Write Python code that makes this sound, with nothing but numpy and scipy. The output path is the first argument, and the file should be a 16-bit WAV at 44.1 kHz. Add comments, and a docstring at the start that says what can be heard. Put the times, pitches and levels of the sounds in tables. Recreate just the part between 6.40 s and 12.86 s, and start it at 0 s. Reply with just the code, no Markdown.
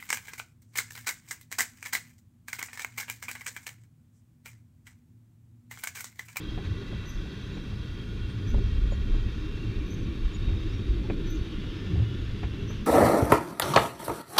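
"""A freight train of empty cars rolls past across an open gravel yard.
From the start the bodies rumble, wheels hiss and sing as narrow resonances, and struck steel modes clank.
From 0.7 s one wheel squeaks once a turn, every 1.4 s, as gliding tones with an octave in a noisy scrape.
At 2.1 s a gust surges: shaped noise and decaying swings thud on the microphone, and recur later.
From 4 s the clanks return, hardest at 4.7 s; the panel drone swells and low booms cluster near 5.6 s."""
import sys
import numpy as np
from scipy import signal
from scipy.fft import rfft, irfft
from scipy.io import wavfile

SR = 44100
rng = np.random.default_rng(int(sys.argv[2]) if len(sys.argv) > 2 else 0)


def waveform_to_disk(signal):
    """Save audio, clipped to [-1, 1], as 16-bit WAV at the path in sys.argv[1]."""
    frames = np.transpose(np.atleast_2d(signal))
    scaled = np.clip(frames, -1, 1) * 32767
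    samples = np.round(scaled).astype(np.int16)
    wavfile.write(sys.argv[1], SR, samples)


N = 284886


def from_db(db):
    """dB to gain."""
    return 10 ** (np.asarray(db) / 20)


def rms_one(x):
    """Scaled to rms 1."""
    return x / np.sqrt(np.mean(x ** 2) + 1e-20)


def level_curve(rows):
    """Breakpoints (time_s, level_db) as one level per sample."""
    time_s, level_db = np.transpose(rows)
    return np.interp(np.arange(N) / SR, time_s, level_db)


def bump(centre_s, half_width_s):
    """Gaussian swell of height 1, down to 1/e at the half width."""
    return np.exp(-((np.arange(N) / SR - centre_s) / half_width_s) ** 2)


def plateau(start_s, lasts_s):
    """Flat-topped swell of height 1 with soft edges."""
    half_s = lasts_s / 2
    return np.exp(-((np.arange(N) / SR - start_s - half_s) / half_s) ** 4)


def drift(rate_hz):
    """Slow chance with spread 1: noise through two equal poles, at every 40th sample."""
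    r = np.exp(-80 * np.pi * rate_hz / SR)
    slow = signal.lfilter([1], [1, -2 * r, r * r], rng.standard_normal(N // 40 + 2002))
    slow = rms_one(slow[2000:])  # drop the run-in
    return np.interp(np.arange(N) / 40, np.arange(len(slow)), slow)


def coloured(spectrum):
    """Noise with a spectrum drawn over log frequency, rms 1."""
    hz, level_db = np.transpose(spectrum)
    grid_hz = np.arange(N // 2 + 1) * SR / N + 1
    shape_db = np.interp(np.log(grid_hz), np.log(hz), level_db, left=-90, right=-90)
    return rms_one(irfft(rfft(rng.standard_normal(N)) * from_db(shape_db), N))


def resonate(x, hz, width_hz):
    """One two-pole resonance with gain 1 on top."""
    r = np.exp(-np.pi * width_hz / SR)
    poles = [1, -2 * r * np.cos(2 * np.pi * hz / SR), r * r]
    return signal.lfilter([(1 - r * r) / 2, 0, (r * r - 1) / 2], poles, x)


def narrow_noise(hz, width_hz):
    """Noise twice through one resonance, rms 1."""
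    once = resonate(rng.standard_normal(N), hz, width_hz)
    return rms_one(resonate(once, hz, width_hz))


def wavering_tone(hz, width_hz):
    """A tone that wanders in pitch and flutters in level, rms 1."""
    phase = 2 * np.pi * np.cumsum(hz + 0.12 * width_hz * drift(6)) / SR
    return rms_one(from_db(2 * drift(14)) * np.sin(phase))


def rumble():
    """Rough treads shake the empty bodies: low noise, two resonances that come and go, a panel drone."""
    # body rumble level: time_s, level_db
    shaking = [(0.0, -39), (1.04, -41.5), (2.05, -39.5), (2.19, -33.5), (2.25, -42), (2.36, -40),
               (3.97, -40.5), (4.75, -38.5), (5.42, -39), (5.58, -38), (5.65, -41.5), (6.46, -39.5)]
    # rumble spectrum: freq_hz, density_db (relative, per Hz)
    rumble_spectrum = [(110, 2), (160, 5), (250, -0.5), (315, 0), (400, -9.5), (480, -11.5), (600, -21.5),
                       (800, -60)]
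    # car-body resonances: freq_hz, width_hz (each pass), level_db (re rumble noise)
    body_modes = [(196.6, 43.6, -8), (397.7, 48, -11)]
    # side-panel drone level: time_s, level_db
    drone_curve = [(0, -47.5), (1.1, -57.5), (1.6, -59), (2.65, -55), (2.76, -44), (2.9, -54), (3.05, -64),
                   (3.25, -48), (3.4, -44.5), (4.1, -47.5), (4.27, -48), (4.5, -41.5), (4.72, -42.5),
                   (4.98, -41.5), (5.25, -47.5), (5.6, -48.5), (6.0, -43), (6.46, -57)]

    panels = sum(from_db(db + 2.0 * drift(3.2)) * narrow_noise(hz, width_hz)
                 for hz, width_hz, db in body_modes)
    body = rms_one(coloured(rumble_spectrum) + panels)
    body_db = level_curve(shaking) + 1.5 * drift(6.2)
    drone_db = level_curve(drone_curve) + 1.5 * drift(3.4)
    return from_db(body_db) * body + from_db(drone_db) * narrow_noise(311.0, 89.0)


def floors():
    """Car floors drum deeply: low noise plus a resonance at 107 Hz."""
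    # drumming level: time_s, level_db
    drumming = [(0.0, -46), (0.29, -31), (0.47, -43), (0.56, -26.5), (0.66, -43), (1.04, -38.5),
                (1.26, -49), (1.29, -36), (2.25, -32), (3.9, -39.5), (4.16, -26), (4.19, -37.5),
                (4.64, -30), (4.71, -38), (5.38, -37.5), (5.61, -27.5), (5.78, -33), (6.46, -38)]
    # drumming spectrum: freq_hz, density_db (relative, per Hz)
    floor_spectrum = [(45, -3.5), (72, -3.5), (105, 2.5), (125, -15.5), (170, -36)]
    drum = rms_one(coloured(floor_spectrum) + 0.6 * narrow_noise(107, 30))
    return from_db(level_curve(drumming) + drift(4.5)) * drum


def rolling():
    """Steel on steel hisses unevenly; wheel and rail resonances stand out of it."""
    # rolling hiss level: time_s, level_db
    roll = [(0.0, -50), (0.52, -51), (1.89, -51.5), (2.07, -50.5), (3.04, -50.5), (3.62, -52), (4.26, -50),
            (4.51, -52.5), (4.79, -51.5), (5.34, -49.5), (6.13, -51), (6.46, -50)]
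    # hiss spectrum: freq_hz, density_db (relative, per Hz)
    hiss_spectrum = [(500, -3), (770, -3), (1100, 2.5), (1290, 1.5), (1700, 4), (2000, 1), (2070, -13),
                     (2150, 2), (2500, 1), (2790, 6.5), (2860, -9), (3050, -3), (3140, 4), (3250, 4),
                     (3900, 1.5), (4120, -5), (5400, -11), (6400, -14), (8500, -26.5)]
    # resonances that swell as a car passes: freq_hz, width_hz, level_db, peak_s, half_width_s
    singing = [(1110, 110, -62, .3, .6), (1120, 110, -64, 3.5, 2.5), (1445, 60, -60, 1.9, .9),
               (1420, 120, -61, 5.3, 1.2), (1545, 60, -62, .7, .7), (1450, 90, -62, .5, .7),
               (1970, 70, -62, .6, 1.2), (2070, 90, -64, 5, 2), (1900, 60, -63, 2.6, .5),
               (2380, 100, -63, 4.95, .4), (2380, 200, -62, 3.5, 2), (2710, 60, -62, 6.2, .5),
               (3240, 130, -55.5, .06, .16), (3230, 90, -60, 1.8, .7), (3420, 160, -61, 5.5, .8),
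               (3720, 150, -60, 4.5, 1.5), (4420, 200, -70, 2, 4), (1777, 20, -58, 5.42, .2),
               (1777, 20, -64, 5.85, .3), (1777, 25, -64, 4.85, .1), (2912, 18, -61, 5.27, .12),
               (3735, 28, -62, 4.3, .25), (3735, 40, -63, 3.95, .2), (1447, 30, -61, 1.55, .1),
               (3880, 130, -62, .6, 1), (5020, 20, -76, 2.2, .25), (2710, 25, -59.5, .55, .3),
               (2575, 25, -59, 2.87, .08), (2765, 30, -61, 3.25, .08), (2720, 30, -59, 3.38, .06),
               (2740, 30, -60, 3.08, .04), (2710, 40, -62, 4.1, .25), (2912, 18, -61, 5.7, .12),
               (2700, 25, -62, 5.55, .12), (3440, 25, -63, 4.66, .12), (3200, 30, -62, 6.36, .1),
               (3215, 40, -60, 5.13, .08), (3030, 120, -65, 3.8, .6), (3200, 30, -61, 2.9, .1),
               (3250, 25, -64, 1.62, .15), (3740, 30, -63, 3.05, .12), (3195, 50, -62, 2.7, .5),
               (2790, 40, -63, 2.25, .25), (3260, 80, -61, .8, .6), (3250, 30, -58, .07, .1),
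               (3275, 25, -62, .45, .12), (2930, 250, -60.5, 5.6, 1.5), (2740, 70, -60, 3.2, .3),
               (1440, 90, -63, 3, .8), (2750, 30, -59, 1.68, .03), (2750, 30, -57.5, 1.84, .035),
               (2750, 40, -62, 1.52, .08), (2705, 16, -57.5, 3.17, .1), (3820, 25, -62, 4.4, .12),
               (3160, 40, -63, 5.28, .12)]
    # thin wheel modes that light up at random: freq_hz
    wheel_hz = [4360, 4420, 4480, 4650, 4870, 4950, 5040, 5200, 5260, 5530, 5650, 5930, 6080, 6260, 6400,
                6680, 6950, 7150]
    tone_under_hz = 32  # narrower resonances sing as a wavering tone

    roll_db = level_curve(roll)
    out = from_db(roll_db + 0.68 * drift(14.4) + 0.74 * drift(58)) * coloured(hiss_spectrum)
    for hz, width_hz, db, peak_s, half_width_s in singing:
        voice = wavering_tone if width_hz < tone_under_hz else narrow_noise
        flicker_db = 2.0 * min(half_width_s, 1) * drift(3.7)
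        out += from_db(db + flicker_db) * bump(peak_s, half_width_s) * voice(hz, width_hz)

    hiss_hz, hiss_db = np.transpose(hiss_spectrum)
    for hz in wheel_hz:  # each follows the hiss level around it
        level_db = roll_db - 20 + np.interp(hz, hiss_hz, hiss_db) + 4 * drift(2.5)
        out += from_db(level_db) * narrow_noise(hz, 36)
    return out


def clanks():
    """Wheels over joints: each blow is uneven knocks into the steel's modes plus a dry noise crack."""
    # blows: start_s, level_db (before 6 dB trim), mid_db (500-900 Hz modes), lean_db (towards 717 Hz),
    # bright_db (modes over 900 Hz), top_db (extra over 2200 Hz), t60_s (scaled per mode and for the crack)
    blows = [(.177, -32, -4, 6, -2, -10, 0.11), (.529, -36, -4.5, -12.5, -10, -2, 0.033),
             (0.855, -42, -1, 0, -12, 0, 0.046), (1.17, -38, -3, 4.5, 0, -3, 0.067),
             (1.328, -52, -1, 14, -8, 0, .05), (2.144, -32, 1, -7, -5, -8, 0.031),
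             (2.181, -41, -1, -10, -18, 0, 0.058), (2.522, -33.5, -2, -10, -28, 0, 0.047),
             (2.742, -40, 2, -4, -8, 0, 0.053), (4.085, -43, -3, -1, 4, -1, 0.36),
             (4.131, -45, -3, 3, 7, 0, 0.1), (4.7, -22.5, -6, 2, -3, 0, 0.06),
             (5.515, -53, -2, 8, -11, 2, 0.044), (5.557, -43, 0.5, 7.5, -11, 0, 0.1),
             (5.597, -45, 4, -8, -14, 3, 0.058), (5.62, -48, 7, 4, -17, 0, 0.046),
             (6.032, -30.5, -4, 9, 2.5, -7, 0.11), (6.304, -34, -4.5, 1, 3, -11, 0.084)]
    # modes of struck rail and truck: freq_hz, level_db, t60_share (ratio to the blow's)
    steel_modes = [(344, -4, 2.7), (429, 1.5, 0.7), (549, 0.5, 0.86), (717, -3.5, 0.61), (817, -15, 1.2),
                   (963, -11, 0.44), (1370, -31, 0.42), (1690, -11, 0.78), (1863, -12.5, 0.62),
                   (2090, -20, .8), (2295, -8.5, 0.76), (2440, -5, 0.47)]
    knock_decay_s, crack_hold_s, crack_attack_s = 0.005, 0.005, 0.001

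    out, length = np.zeros(N + SR), SR // 3
    t = np.arange(length) / SR
    hz, mode_db, t60_share = np.transpose(steel_modes)[:, :, None]
    low = signal.butter(3, [420, 950], "band", fs=SR, output="sos")
    high = signal.butter(3, [900, 2530], "band", fs=SR, output="sos")
    lean = np.select([hz > 900, hz > 650, hz > 500], [0, 1, -1])
    for start_s, blow_db, mid_db, lean_db, bright_db, top_db, t60_s in blows:
        level_db = mode_db + bright_db * (hz > 900) + top_db * (hz > 2200)
        level_db = level_db + mid_db * ((hz > 500) & (hz <= 900)) + lean_db * lean
        level_db = level_db + rng.normal(0, 1.2, hz.shape)
        rings = from_db(level_db - 60 * t / (t60_s * t60_share)) * np.sin(2 * np.pi * hz * t)

        knocks = rng.standard_normal(900) * (rng.random(900) < 0.04)
        knocks *= np.exp(-t[:len(knocks)] / knock_decay_s)
        knocks[0] = 5
        struck = signal.fftconvolve(rings, knocks[None], axes=1)[:, :length]
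        # the knocks share out each mode's energy
        energy_gain = np.linalg.norm(rings, axis=1) / np.linalg.norm(struck, axis=1)
        blow = (struck * energy_gain[:, None]).sum(axis=0)

        fade = from_db(-60 * np.maximum(t - crack_hold_s, 0) / (0.72 * t60_s))
        fade *= np.minimum(t / crack_attack_s, 1)
        grit = rng.standard_normal((2, length)) * fade
        dull, sharp = signal.sosfilt(low, grit[0]), signal.sosfilt(high, grit[1])
        crack = from_db(mid_db - 6.0) * dull / np.linalg.norm(dull)
        crack += from_db(bright_db - 10.0) * sharp / np.linalg.norm(sharp)
        crack *= np.linalg.norm(fade)

        first = round(start_s * SR)
        out[first:first + length] += from_db(blow_db - 6.0) * (blow + crack)
    distance = signal.butter(4, 3200, fs=SR, output="sos")  # distance dulls the blows
    return signal.sosfilt(distance, out[:N])


def squeaks():
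    """A rubbing wheel sticks and slips once a turn, stepping up three modes that ring on amid scrape."""
    # squeaks: jump_s (to middle mode), low_lasts_s, low_db, middle_lasts_s, middle_db,
    # top_after_s (from jump to top note's centre), top_db, octave_db (re note), octave_accent_db (at jump);
    # note levels before a common trim
    turns = [(0.695, 0.042, -50, 0.022, -47, 0.054, -54.5, -21, 13),
             (2.101, 0.032, -51, 0.025, -55, .05, -77, -23, 12),
             (3.505, 0.049, -55, 0.022, -51.5, 0.04, -53, -12, 1),
             (4.908, 0.043, -50, 0.034, -51.5, .047, -54, -17, 16),
             (6.308, 0.029, -48.5, 0.027, -54, .05, -65, -24, 11)]
    low_hz, middle_hz, top_hz = 5945, 6125, 6380
    glide_s, jump_edge_s, top_lasts_s = 0.010, 0.0023, 0.0183
    ring_width_hz, ring_db = 22, -5
    tail_decay_s, tail_db = 0.11, -8.5

    out, t = np.zeros(N), np.arange(N) / SR
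    flutter_db, waver_hz = 3 * drift(60), 18 * drift(70)
    scrape = narrow_noise(6030, 480) + from_db(-15) * narrow_noise(12400, 1200)
    tail_pole = np.exp(-1 / (tail_decay_s * SR))
    for (jump_s, low_lasts_s, low_db, middle_lasts_s, middle_db,
         top_after_s, top_db, octave_db, octave_accent_db) in turns:
        top_s = jump_s + top_after_s - top_lasts_s / 2
        hz = np.interp(t, [jump_s - glide_s, jump_s + jump_edge_s, top_s - jump_edge_s, top_s + jump_edge_s],
                       [low_hz, middle_hz, middle_hz, top_hz])
        phase = 2 * np.pi * np.cumsum(hz + waver_hz) / SR
        swell = from_db(low_db) * plateau(jump_s - low_lasts_s, low_lasts_s + jump_edge_s)
        swell += from_db(middle_db) * plateau(jump_s - jump_edge_s, middle_lasts_s + jump_edge_s)
        swell += from_db(top_db) * plateau(top_s, top_lasts_s)

        octave_level_db = octave_db + octave_accent_db * bump(jump_s, 0.012) + 3 * drift(120)
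        octave_level_db += 8 * bump(jump_s + top_after_s - 0.004, 0.006)  # stronger on the top note
        voice = np.sin(phase) + from_db(octave_level_db) * np.sin(2 * phase)
        note = np.sqrt(2) * swell * from_db(flutter_db - 9.5) * voice
        # just after the jump the top mode is touched briefly
        touch = 2 * np.pi * (top_hz + 60) * t
        touch_swell = from_db(middle_db - 11.5) * bump(jump_s + 0.006, 0.004)
        note += touch_swell * (np.sin(touch) + 0.5 * np.sin(2 * touch))

        ringing = sum(resonate(note + 1e-18, mode_hz, ring_width_hz)
                      for mode_hz in (low_hz, middle_hz, top_hz))
        tail = signal.lfilter([1 - tail_pole], [1, -tail_pole], swell)
        out += note + from_db(ring_db) * ringing
        out += (from_db(-15) * swell + from_db(tail_db) * tail) * scrape
    return out


def chirps():
    """Single wheel modes sound short, slightly fluttering sine notes."""
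    # chirps: centre_s, pitch_hz, level_db, half_width_s
    notes = [(1.15, 6850, -68, .018), (2.53, 6835, -59, .016), (3.952, 6840, -54, .014),
             (1.905, 8650, -69, .02), (1.55, 5590, -73, .03), (4.35, 5590, -63, .04),
             (5.76, 5590, -72, .03), (4.652, 850, -52, .012), (4.955, 6820, -66, .014),
             (3.532, 6750, -67, .008), (3.598, 6300, -65, .015), (2.24, 5950, -70, .02),
             (3.64, 5960, -67, .015), (2.27, 5660, -72, .04)]
    out, t = np.zeros(N), np.arange(N) / SR
    flutter_db = 0.9 * drift(60)
    for centre_s, hz, db, half_width_s in notes:
        swell = from_db(db + flutter_db) * bump(centre_s, half_width_s)
        out += np.sqrt(2) * swell * np.sin(2 * np.pi * hz * t)
    return out


def booms():
    """Panels boom briefly after a jolt: short swells of a slightly unsteady tone."""
    # booms: centre_s, pitch_hz, level_db (rms at the peak), half_width_s
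    jolts = [(2.212, 392, -38, 0.012), (2.76, 311, -42, 0.017), (2.03, 100, -38, .04),
             (2.77, 405, -49, 0.017), (3.28, 113.5, -34, 0.058), (3.524, 101.1, -32, 0.049),
             (4.534, 54.3, -29, 0.085), (3.048, 310, -39.5, 0.033), (4.264, 326.2, -35, 0.018),
             (4.497, 375, -45, 0.053), (4.731, 330, -34.5, 0.016), (4.947, 318.6, -35, 0.026),
             (5.087, 309, -39.5, 0.0099), (5.138, 312, -37.5, 0.013), (5.52, 300, -46, 0.027),
             (5.526, 370, -42, .04), (5.552, 167, -32.5, 0.056), (5.542, 100, -25.5, 0.019),
             (5.587, 78, -24.5, 0.037), (5.632, 109.4, -22, 0.047), (5.714, 111.7, -32.5, 0.026),
             (6.0, 320, -45, 0.037), (6.236, 388.4, -46, 0.02)]
    t, waver_rad = np.arange(N) / SR, 0.4 * drift(14)
    return sum(np.sqrt(2) * from_db(db) * bump(centre_s, half_width_s) * np.sin(2 * np.pi * hz * t + waver_rad)
               for centre_s, hz, db, half_width_s in jolts)


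def thuds():
    """The hardest wind buffets: pressure swings that build over most of a cycle and die away."""
    # buffets: start_s, level_db (before the swell and decay), pitch_hz
    buffets = [(0.74, -20, 33.8), (2.128, -10, 40.3), (2.163, -10.5, 37), (2.221, -14.5, 35.3),
               (2.309, -34, 39.6), (2.42, -9, 41), (2.456, -12.5, 38.5), (2.696, -9, 32),
               (2.838, -15.5, 33), (3.835, -13, 49), (4.063, -11.5, 51.3), (4.261, -19, 37),
               (4.491, -12, 45), (4.949, -21.5, 35.2), (6.036, -16.5, 65)]
    rise_cycles, decay_cycles = 0.82, 1.36
    out = np.zeros(N)
    for start_s, db, hz in buffets:
        cycles = np.maximum(np.arange(N) / SR - start_s, 0) * hz
        envelope = np.exp(-cycles / decay_cycles) * np.minimum(cycles / rise_cycles, 1)
        out += from_db(db) * envelope * np.sin(2 * np.pi * cycles)
    return out


def wind():
    """Gusts on the microphone: deep noise with a flickering level."""
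    # gust level: time_s, level_db
    gusts = [(0, -42), (.7, -38.5), (2.05, -40.5), (2.15, -25), (2.55, -28.5), (2.85, -30.5), (3.0, -34),
             (3.7, -34), (3.85, -29), (4.6, -33), (4.72, -34), (5.6, -36.5), (5.85, -34), (6.46, -38.5)]
    # wind spectrum: freq_hz, density_db (relative, per Hz)
    wind_spectrum = [(15, -27), (28, 6), (45, -5), (65, -0.5), (110, -31.5), (250, -22.5)]
    return from_db(level_curve(gusts) + 2.3 * drift(6.2)) * coloured(wind_spectrum)


def mic_noise():
    """Microphone self-noise: steady faint hiss at a fixed level."""
    # self-noise spectrum: freq_hz, density_db (relative, per Hz)
    mic_noise_spectrum = [(3000, -1), (6000, -11), (9000, -1), (13000, -7), (15400, -6)]
    return from_db(-73) * coloured(mic_noise_spectrum)


def scene():
    """All sources at one microphone, with its self-noise."""
    train = rumble() + floors() + rolling() + clanks() + squeaks() + chirps() + booms()
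    return (train + thuds() + wind() + mic_noise())[None]


def record(dry):
    """A steep elliptic low-pass cuts the top above 15.2 kHz."""
    return signal.sosfilt(signal.ellip(14, 0.5, 75, 15200, fs=SR, output="sos"), dry)


dry = scene()
out = record(dry)
waveform_to_disk(out)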